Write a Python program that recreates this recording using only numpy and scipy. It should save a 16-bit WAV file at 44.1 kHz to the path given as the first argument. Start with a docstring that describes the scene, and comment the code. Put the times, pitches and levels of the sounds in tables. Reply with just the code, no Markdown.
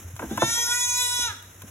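"""Lambs at a milk feeder

Muzzles knock a plastic tub, which rings, and shoves set the whole feeder swaying. One lamb gives
a long, clear, high bleat that rises, holds and breaks off downwards: vocal-fold harmonics that
swell and fade. Underneath lie a low hum, barn rumble and the rustle and snap of straw."""
import sys
import numpy as np
from scipy import signal
from scipy.fft import rfft, irfft
from scipy.io import wavfile

SR = 44100
rng = np.random.default_rng(int(sys.argv[2]) if len(sys.argv) > 2 else 0)


def store_wav(level_fs):
    """Save 16-bit WAV to argv[1]."""
    pcm = np.round(np.clip(np.atleast_2d(level_fs), -1, 1) * 32767)
    wavfile.write(sys.argv[1], SR, pcm.T.astype(np.int16))


N = 74970
T = np.arange(N) / SR
BINS_HZ = np.fft.rfftfreq(N, 1 / SR)


def from_db(db):
    """Decibels to gain."""
    return 10 ** (np.asarray(db) / 20)


def unit_rms(x):
    """Scale to rms 1."""
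    return x / np.sqrt(np.mean(x ** 2) + 1e-20)


def in_time(rows):
    """Value columns of a time table at every sample."""
    times, *columns = np.transpose(rows)
    return [np.interp(T, times, column) for column in columns]


def at_hz(rows, hz):
    """Interpolate a spectrum over log frequency."""
    freqs, values = np.transpose(rows)
    return np.interp(np.log(hz + 1e-9), np.log(freqs), values)


def drift(corner_hz):
    """Low-passed noise, rms 1."""
    hop = 40
    pole = np.exp(-2 * np.pi * corner_hz * hop / SR)
    noise = rng.standard_normal(N // hop + 2002)
    slow = signal.lfilter([1], [1, -2 * pole, pole * pole], noise)[2000:]
    return np.interp(np.arange(N) / hop, np.arange(len(slow)), unit_rms(slow))


def ring(x, hz, t60):
    """One mode: a unit impulse starts a decaying unit sine."""
    r, w = from_db(-60 / (t60 * SR)), 2 * np.pi * hz / SR
    return signal.lfilter([0, np.sin(w)], [1, -2 * r * np.cos(w), r * r], x + 1e-18)


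def band(x, low_hz, high_hz, order=2):
    """Causal band-pass."""
    sos = signal.butter(order, [low_hz, high_hz], "band", fs=SR, output="sos")
    return signal.sosfilt(sos, x + 1e-18)


def decay(t, t60):
    """Envelope from t = 0, falling 60 dB in t60."""
    return (t >= 0) * np.exp(-np.log(1000) * np.maximum(t, 0) / t60)


def barn_reverb(x, t60=0.59, delay_s=0.0045, lowpass_hz=3260):
    """Diffuse, dull tail, alike on both sides in the bass."""
    t = T[:SR // 2]
    mid, side = rng.standard_normal((2, len(t))) * decay(t - delay_s, t60)
    side = band(side, 590, 21050, order=1)
    tail = signal.lfilter(*signal.butter(1, lowpass_hz, fs=SR), [mid + side, mid - side])
    return signal.fftconvolve(x[None], unit_rms(tail) / np.sqrt(len(t)), axes=1)[:, :N]


def hum(hz=95.6, rms_db=-51, waver_db=2.5):
    """Low tone of wavering level."""
    return from_db(rms_db + waver_db * drift(31)) * np.sqrt(2) * np.sin(2 * np.pi * hz * T)


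# Barn noise spectrum: f/Hz, relative density/dB
BARN_SPECTRUM = [(25, -79), (60, 8), (90, -45), (140, -6), (250, -3.5), (450, -7.5), (800, -12),
                 (1500, -9.5), (3000, -16), (4500, -19), (6500, -7.5), (8000, -14.5), (11000, -9),
                 (15500, -19.5)]
# Barn noise envelope: t/s, level/dB
BARN_LEVEL = [(0, -43.5), (.15, -49), (.25, -42), (.5, -40), (.8, -50.5), (1.3, -48), (1.5, -49),
              (1.7, -46.5)]
# Left-right likeness: f/Hz, correlation
BARN_CORRELATION = [(100, 0.98), (300, 0.86), (1000, 0.36), (2500, 0.45), (6500, 0.27), (11000, 0.0064)]


def barn_noise(waver_db=1.5):
    """Rumble of the barn and hiss of trodden straw."""
    mid, side = rfft(rng.standard_normal((2, N))) * from_db(at_hz(BARN_SPECTRUM, BINS_HZ))
    alike = at_hz(BARN_CORRELATION, BINS_HZ)
    noise = irfft(np.sqrt(1 + alike) * mid + np.sqrt(1 - alike) * side * [[1], [-1]], N)
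    return unit_rms(noise) * from_db(in_time(BARN_LEVEL)[0] + waver_db * drift(45))


# Breaking stalks: t/s, level before filter/dB
STRAW_SNAPS = [(0.128, -44), (0.156, -38), (1.425, -36), (1.621, -32)]


def straw_snaps(t60=0.013):
    """Stalks crack brightly under the hooves."""
    envelope = sum(from_db(db) * decay(T - onset, t60) for onset, db in STRAW_SNAPS)
    return band(envelope * rng.standard_normal(N), 4970, 19000, order=1)


# Soft, heavy shoves: t/s, level/dB, f/Hz, t60/s
SHOVES = [(0.043, -30.5, 88.7, 0.43), (0.0775, -42, 90, 0.18), (0.135, -22, 113, 0.078),
          (0.188, -35, 91, 0.062), (0.262, -33.5, 70.4, 0.4), (0.363, -27.5, 101, 0.2),
          (0.431, -34, 79.5, .15), (1.223, -34.5, 71, 0.13), (1.286, -32, 89.5, 0.14),
          (1.521, -36, 88, 0.079)]


def feeder_thumps(rise_s=0.014):
    """The whole feeder sways briefly after each shove."""
    out = np.zeros(N)
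    for onset, db, hz, t60 in SHOVES:
        t = T - onset
        envelope = np.clip(t / rise_s, 0, 1) * decay(t, t60)
        out += from_db(db) * envelope * np.sin(2 * np.pi * hz * t)
    return out


# Tub modes: f/Hz, relative level/dB, t60/s
TUB_MODES = [(147, 5.5, 0.051), (218.4, 0, 0.13), (266.6, -7.5, 0.47), (333, 8.5, 0.057), (550, -11, 0.09),
             (705, 3.5, 0.024), (979, -10.5, 0.076), (1025, 9, 0.016), (1210, -41, 0.024),
             (1620, 8.5, 0.013), (2520, -45, 0.018), (3800, -19, 0.011)]


def tub_ring(contact):
    """Plastic tub ringing under a contact, peak 1."""
    body = sum(from_db(db) * ring(contact, hz, t60) for hz, db, t60 in TUB_MODES)
    return body / np.abs(body).max()


# Muzzle contacts: t/s, level/dB, centre f/Hz, rattle t60/s, relative tick level/dB
CONTACTS = [(0.1643, -32, 1220, 0.01, 6), (0.1931, -22.5, 1060, 0.1, -7), (0.198, -30.5, 318, 0.33, -32),
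            (.221, -26, 1090, 0.17, -24), (0.227, -26.5, 447, 0.096, -34), (.238, -23.5, 285, 0.088, -30),
            (0.311, -19, 300, 0.082, -16), (.327, -28, 220, 0.2, -32), (.3745, -23, 1510, 0.1, 6.5),
            (.3775, -13.5, 1240, 0.038, -40), (.380, -27, 300, 0.053, -30), (0.4211, -7.5, 860, 0.019, -30),
            (.4226, -7.5, 650, 0.02, -35), (.4284, -10.5, 650, 0.0457, -26), (.432, -22.5, 152, 0.077, -34),
            (0.479, -29, 180, 0.036, -30), (0.676, -24, 3130, 0.022, -8), (1.191, -37, 353, 0.062, -35),
            (1.619, -34, 1390, 0.039, 6.5), (1.636, -37, 260, 0.063, -5)]


def muzzle_knocks(slap_db=-2.5, ring_db=-5.5, sharp_s=0.025, band_ratio=1.67):
    """Each contact, a push and a dying rattle, slaps the tub and sets it ringing."""
    out, t = np.zeros(N + SR), T[:SR // 3]
    for onset, db, hz, t60, tick_db in CONTACTS:
        noise, grit = rng.standard_normal((2, len(t)))
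        push = (t == 0) * min(1, sharp_s / t60) ** 2  # long contacts are more scuffle than push
        rattle = 0.39 * np.sqrt(hz / SR) * noise * decay(t, t60)
        contact = band(push + rattle, hz / band_ratio, hz * band_ratio)
        slap = from_db(slap_db) * contact / np.abs(contact).max()
        body = from_db(ring_db) * tub_ring(contact)
        tick = from_db(tick_db) * 0.5 * band(grit, 2500, 13000, order=1) * decay(t, t60=0.04)
        start = int(onset * SR)
        out[start:start + len(t)] += from_db(db) * (slap + body + tick)
    return out[:N]


def in_pen(x, echo_s=0.00087, echo_db=-13, right_lag_s=0.0001, reverb_db=-24.5):
    """A reflection off the side of the pen widens the sound; the barn adds its tail."""
    echo = from_db(echo_db) * np.interp(T - echo_s, T, x)
    right = np.interp(T - right_lag_s, T, x)
    return np.array([x + echo, right - echo]) + from_db(reverb_db) * barn_reverb(x)


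# Moving peak, lower mids: t/s, f/Hz, boost/dB
LOW_MID_PEAK = [(0.378, 1680, 16.5), (0.45, 1670, 9.5), (0.503, 2040, 5.5), (0.536, 1420, 8.5),
                (0.604, 2000, 14), (0.689, 1210, 8), (0.743, 1745, 17), (0.861, 1900, 5.5),
                (0.927, 1330, -0.5), (1.032, 1720, 5.5), (1.2, 1510, 6.5), (1.263, 1270, 8.5),
                (1.312, 1620, 17.5)]
# Moving peak, mids: t/s, f/Hz, boost/dB
MID_PEAK = [(0.4, 2750, 14), (0.498, 2570, 2.5), (0.665, 2420, 3), (0.73, 2520.0, 8.5), (0.875, 2280, 12),
            (1.024, 2660, 11.5), (1.102, 3000, 13.5), (1.233, 2820, 8)]
# Moving peak, upper mids: t/s, f/Hz, boost/dB
UPPER_MID_PEAK = [(0.404, 3610, 10.5), (0.498, 3510, 4.5), (0.623, 3330, 16.5), (0.671, 3570, 3),
                  (0.722, 3450, 16.5), (0.749, 3800, -3), (0.815, 3520, 17.5), (0.905, 3700.0, 4),
                  (0.956, 4060, 2), (1.013, 3600, 13.5), (1.068, 3940.0, 6.5), (1.171, 3560, 12.5),
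                  (1.27, 3800, 10)]
# Broad moving peak, treble: t/s, f/Hz, boost/dB
HIGH_PEAK = [(0.428, 6460, 10.5), (0.548, 6070, 7), (0.8, 6780, 7.5), (0.896, 6280.0, 10.5),
             (1.056, 7170, 2.5), (1.096, 5600, 1), (1.259, 6420, 10)]


def swells_db(hz):
    """Four moving peaks make the bleat's harmonics swell and fade."""
    db = np.zeros(N)
    for rows, width_hz in ((LOW_MID_PEAK, 368), (MID_PEAK, 308), (UPPER_MID_PEAK, 360), (HIGH_PEAK, 680)):
        centre_hz, boost_db = in_time(rows)
        db += boost_db * np.exp(-((hz - centre_hz) / width_hz) ** 2)
    return db


def flutter(hz, depth=0.27, rate_hz=24, reference_hz=4680):
    """Stray reflections waver a harmonic's gain and phase, high ones more and faster."""
    scale = np.sqrt(hz / reference_hz)
    return 1 + depth * scale * (drift(rate_hz * scale) + 1j * drift(rate_hz * scale))


# Vocal-fold pitch: t/s, f/Hz
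BLEAT_PITCH = [(0.32, 388.6), (0.37, 425.9), (0.4, 441.7), (0.42, 443.0), (0.44, 449.9), (0.465, 451.9),
               (0.51, 465.9), (0.535, 466.8), (0.575, 473.3), (0.625, 473.3), (0.68, 478.3), (0.76, 486.9),
               (0.815, 488.2), (0.85, 484.9), (0.885, 488.6), (0.95, 487.1), (1.0, 494.9), (1.09, 485.5),
               (1.17, 489.2), (1.23, 483.0), (1.265, 471.8), (1.33, 390.4)]
# Unsteadiness: t/s, rms jitter/fraction of pitch
BLEAT_JITTER = [(.33, 0.008), (.5, 0.0016), (1.21, 0.0016), (1.25, .006), (1.29, 0.008)]
# Harmonics before colouring: t/s, low level/dB, middle level/dB, treble level/dB
BLEAT_LEVELS = [(0.311, -39, -61.5, -60.5), (0.383, -52, -60, -57.5), (0.416, -38.5, -40, -42.5),
                (0.477, -42, -38.5, -39.5), (0.532, -56, -38, -34.5), (0.587, -33.5, -41, -35.5),
                (0.678, -41.5, -43, -36.5), (0.728, -36, -38.5, -35.5), (0.814, -39, -43.5, -35),
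                (0.906, -38, -40.5, -35.5), (1.019, -36.5, -36.5, -33), (1.082, -37.5, -40.5, -34.5),
                (1.158, -37, -40.5, -35.5), (1.232, -39, -38, -36.5), (1.273, -40.5, -40.5, -44),
                (1.311, -46.5, -47, -56.5), (1.339, -60, -66, -71.1)]
# Fixed tone colour of the bleat: f/Hz, gain/dB
BLEAT_COLOUR = [(480.0, -12.5), (950.0, 2.5), (1450.0, -1), (1900.0, -2), (2430.0, -3.5), (2900.0, -11),
                (3400.0, 2), (3900.0, 1.5), (4400.0, 2.5), (4900.0, 7.5), (5350.0, 6), (5850.0, -1),
                (6700.0, 0.16), (7400.0, -2.5), (8300.0, 7), (9700.0, 3), (10700.0, -4), (11500.0, -4.5),
                (12500.0, -14), (14500.0, -11), (15500.0, -20)]
# Phase, left minus right: f/Hz, lead/rad
BLEAT_LEAD = [(480, 0.1), (970, 0.8), (3900, 2.01), (6800, 5.87), (14600, 17)]
# Level, left minus right: f/Hz, level/dB
BLEAT_PAN = [(970, -2), (3900, 0.5)]


def bleat(scatter_rad=2.04, treble_hz=4680, rasp_db=-17, tilt_db_per_octave=13, reverb_db=-12.5):
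    """Vocal-fold harmonics, with a rasp on every cycle that grows when the voice is unsteady."""
    (pitch_hz,), (jitter,) = in_time(BLEAT_PITCH), in_time(BLEAT_JITTER)
    low_db, mid_db, treble_db = in_time(BLEAT_LEVELS)
    phase = 2 * np.pi * np.cumsum(pitch_hz * (1 + jitter * drift(147))) / SR
    harmonics, sides = np.zeros((2, N)), np.array([[0.5], [-0.5]])
    for k in range(1, 33):
        hz, held_hz = k * pitch_hz, k * np.median(pitch_hz)
        low_share = np.interp(held_hz, [990, 1365], [1, 0])
        treble_share = np.interp(held_hz, [3600, treble_hz], [0, 1])
        source_db = mid_db + low_share * (low_db - mid_db) + treble_share * (treble_db - mid_db)
        db = source_db + at_hz(BLEAT_COLOUR, hz) + swells_db(hz) + sides * at_hz(BLEAT_PAN, hz)
        waver = flutter(held_hz)
        # Throat and barn scatter the phases.
        angle = k * phase + scatter_rad * rng.standard_normal() + sides * at_hz(BLEAT_LEAD, hz)
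        harmonics += from_db(db) * np.imag(waver * np.exp(1j * angle))

    puffs = rng.standard_normal(N) * (1 + np.cos(phase))
    colour_db = at_hz(BLEAT_COLOUR, BINS_HZ) + tilt_db_per_octave * np.log2(1 + BINS_HZ / treble_hz)
    lead = np.exp(1j * sides * at_hz(BLEAT_LEAD, BINS_HZ))
    breath = unit_rms(irfft(rfft(puffs) * from_db(colour_db) * lead, N))
    rasp = breath * from_db(treble_db + rasp_db) * (jitter / jitter.min()) ** 0.7

    start_s, end_s = BLEAT_LEVELS[0][0], BLEAT_LEVELS[-1][0]
    gate = np.interp(T, [start_s - 0.02, start_s, end_s, end_s + 0.02], [0, 1, 1, 0])
    voice = gate * (harmonics + rasp)
    return voice + from_db(reverb_db) * barn_reverb(voice[0])


def scene():
    """Stereo sum of barn, feeder and lamb."""
    return hum() + barn_noise() + straw_snaps() + feeder_thumps() + in_pen(muzzle_knocks()) + bleat()


# Microphone dips: f/Hz, notch width/Hz
MIC_NOTCHES = [(4650, 925), (9000, 1320), (13200, 540)]


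def record(dry, cutoff_hz=15900):
    """Microphone with three treble dips and a steep low-pass."""
    for hz, width_hz in MIC_NOTCHES:
        for _ in range(2):
            dry = signal.lfilter(*signal.iirnotch(hz, hz / width_hz, fs=SR), dry)
    return signal.sosfilt(signal.ellip(12, 0.1, 90, cutoff_hz, fs=SR, output="sos"), dry)


dry = scene()
out = record(dry)
store_wav(out)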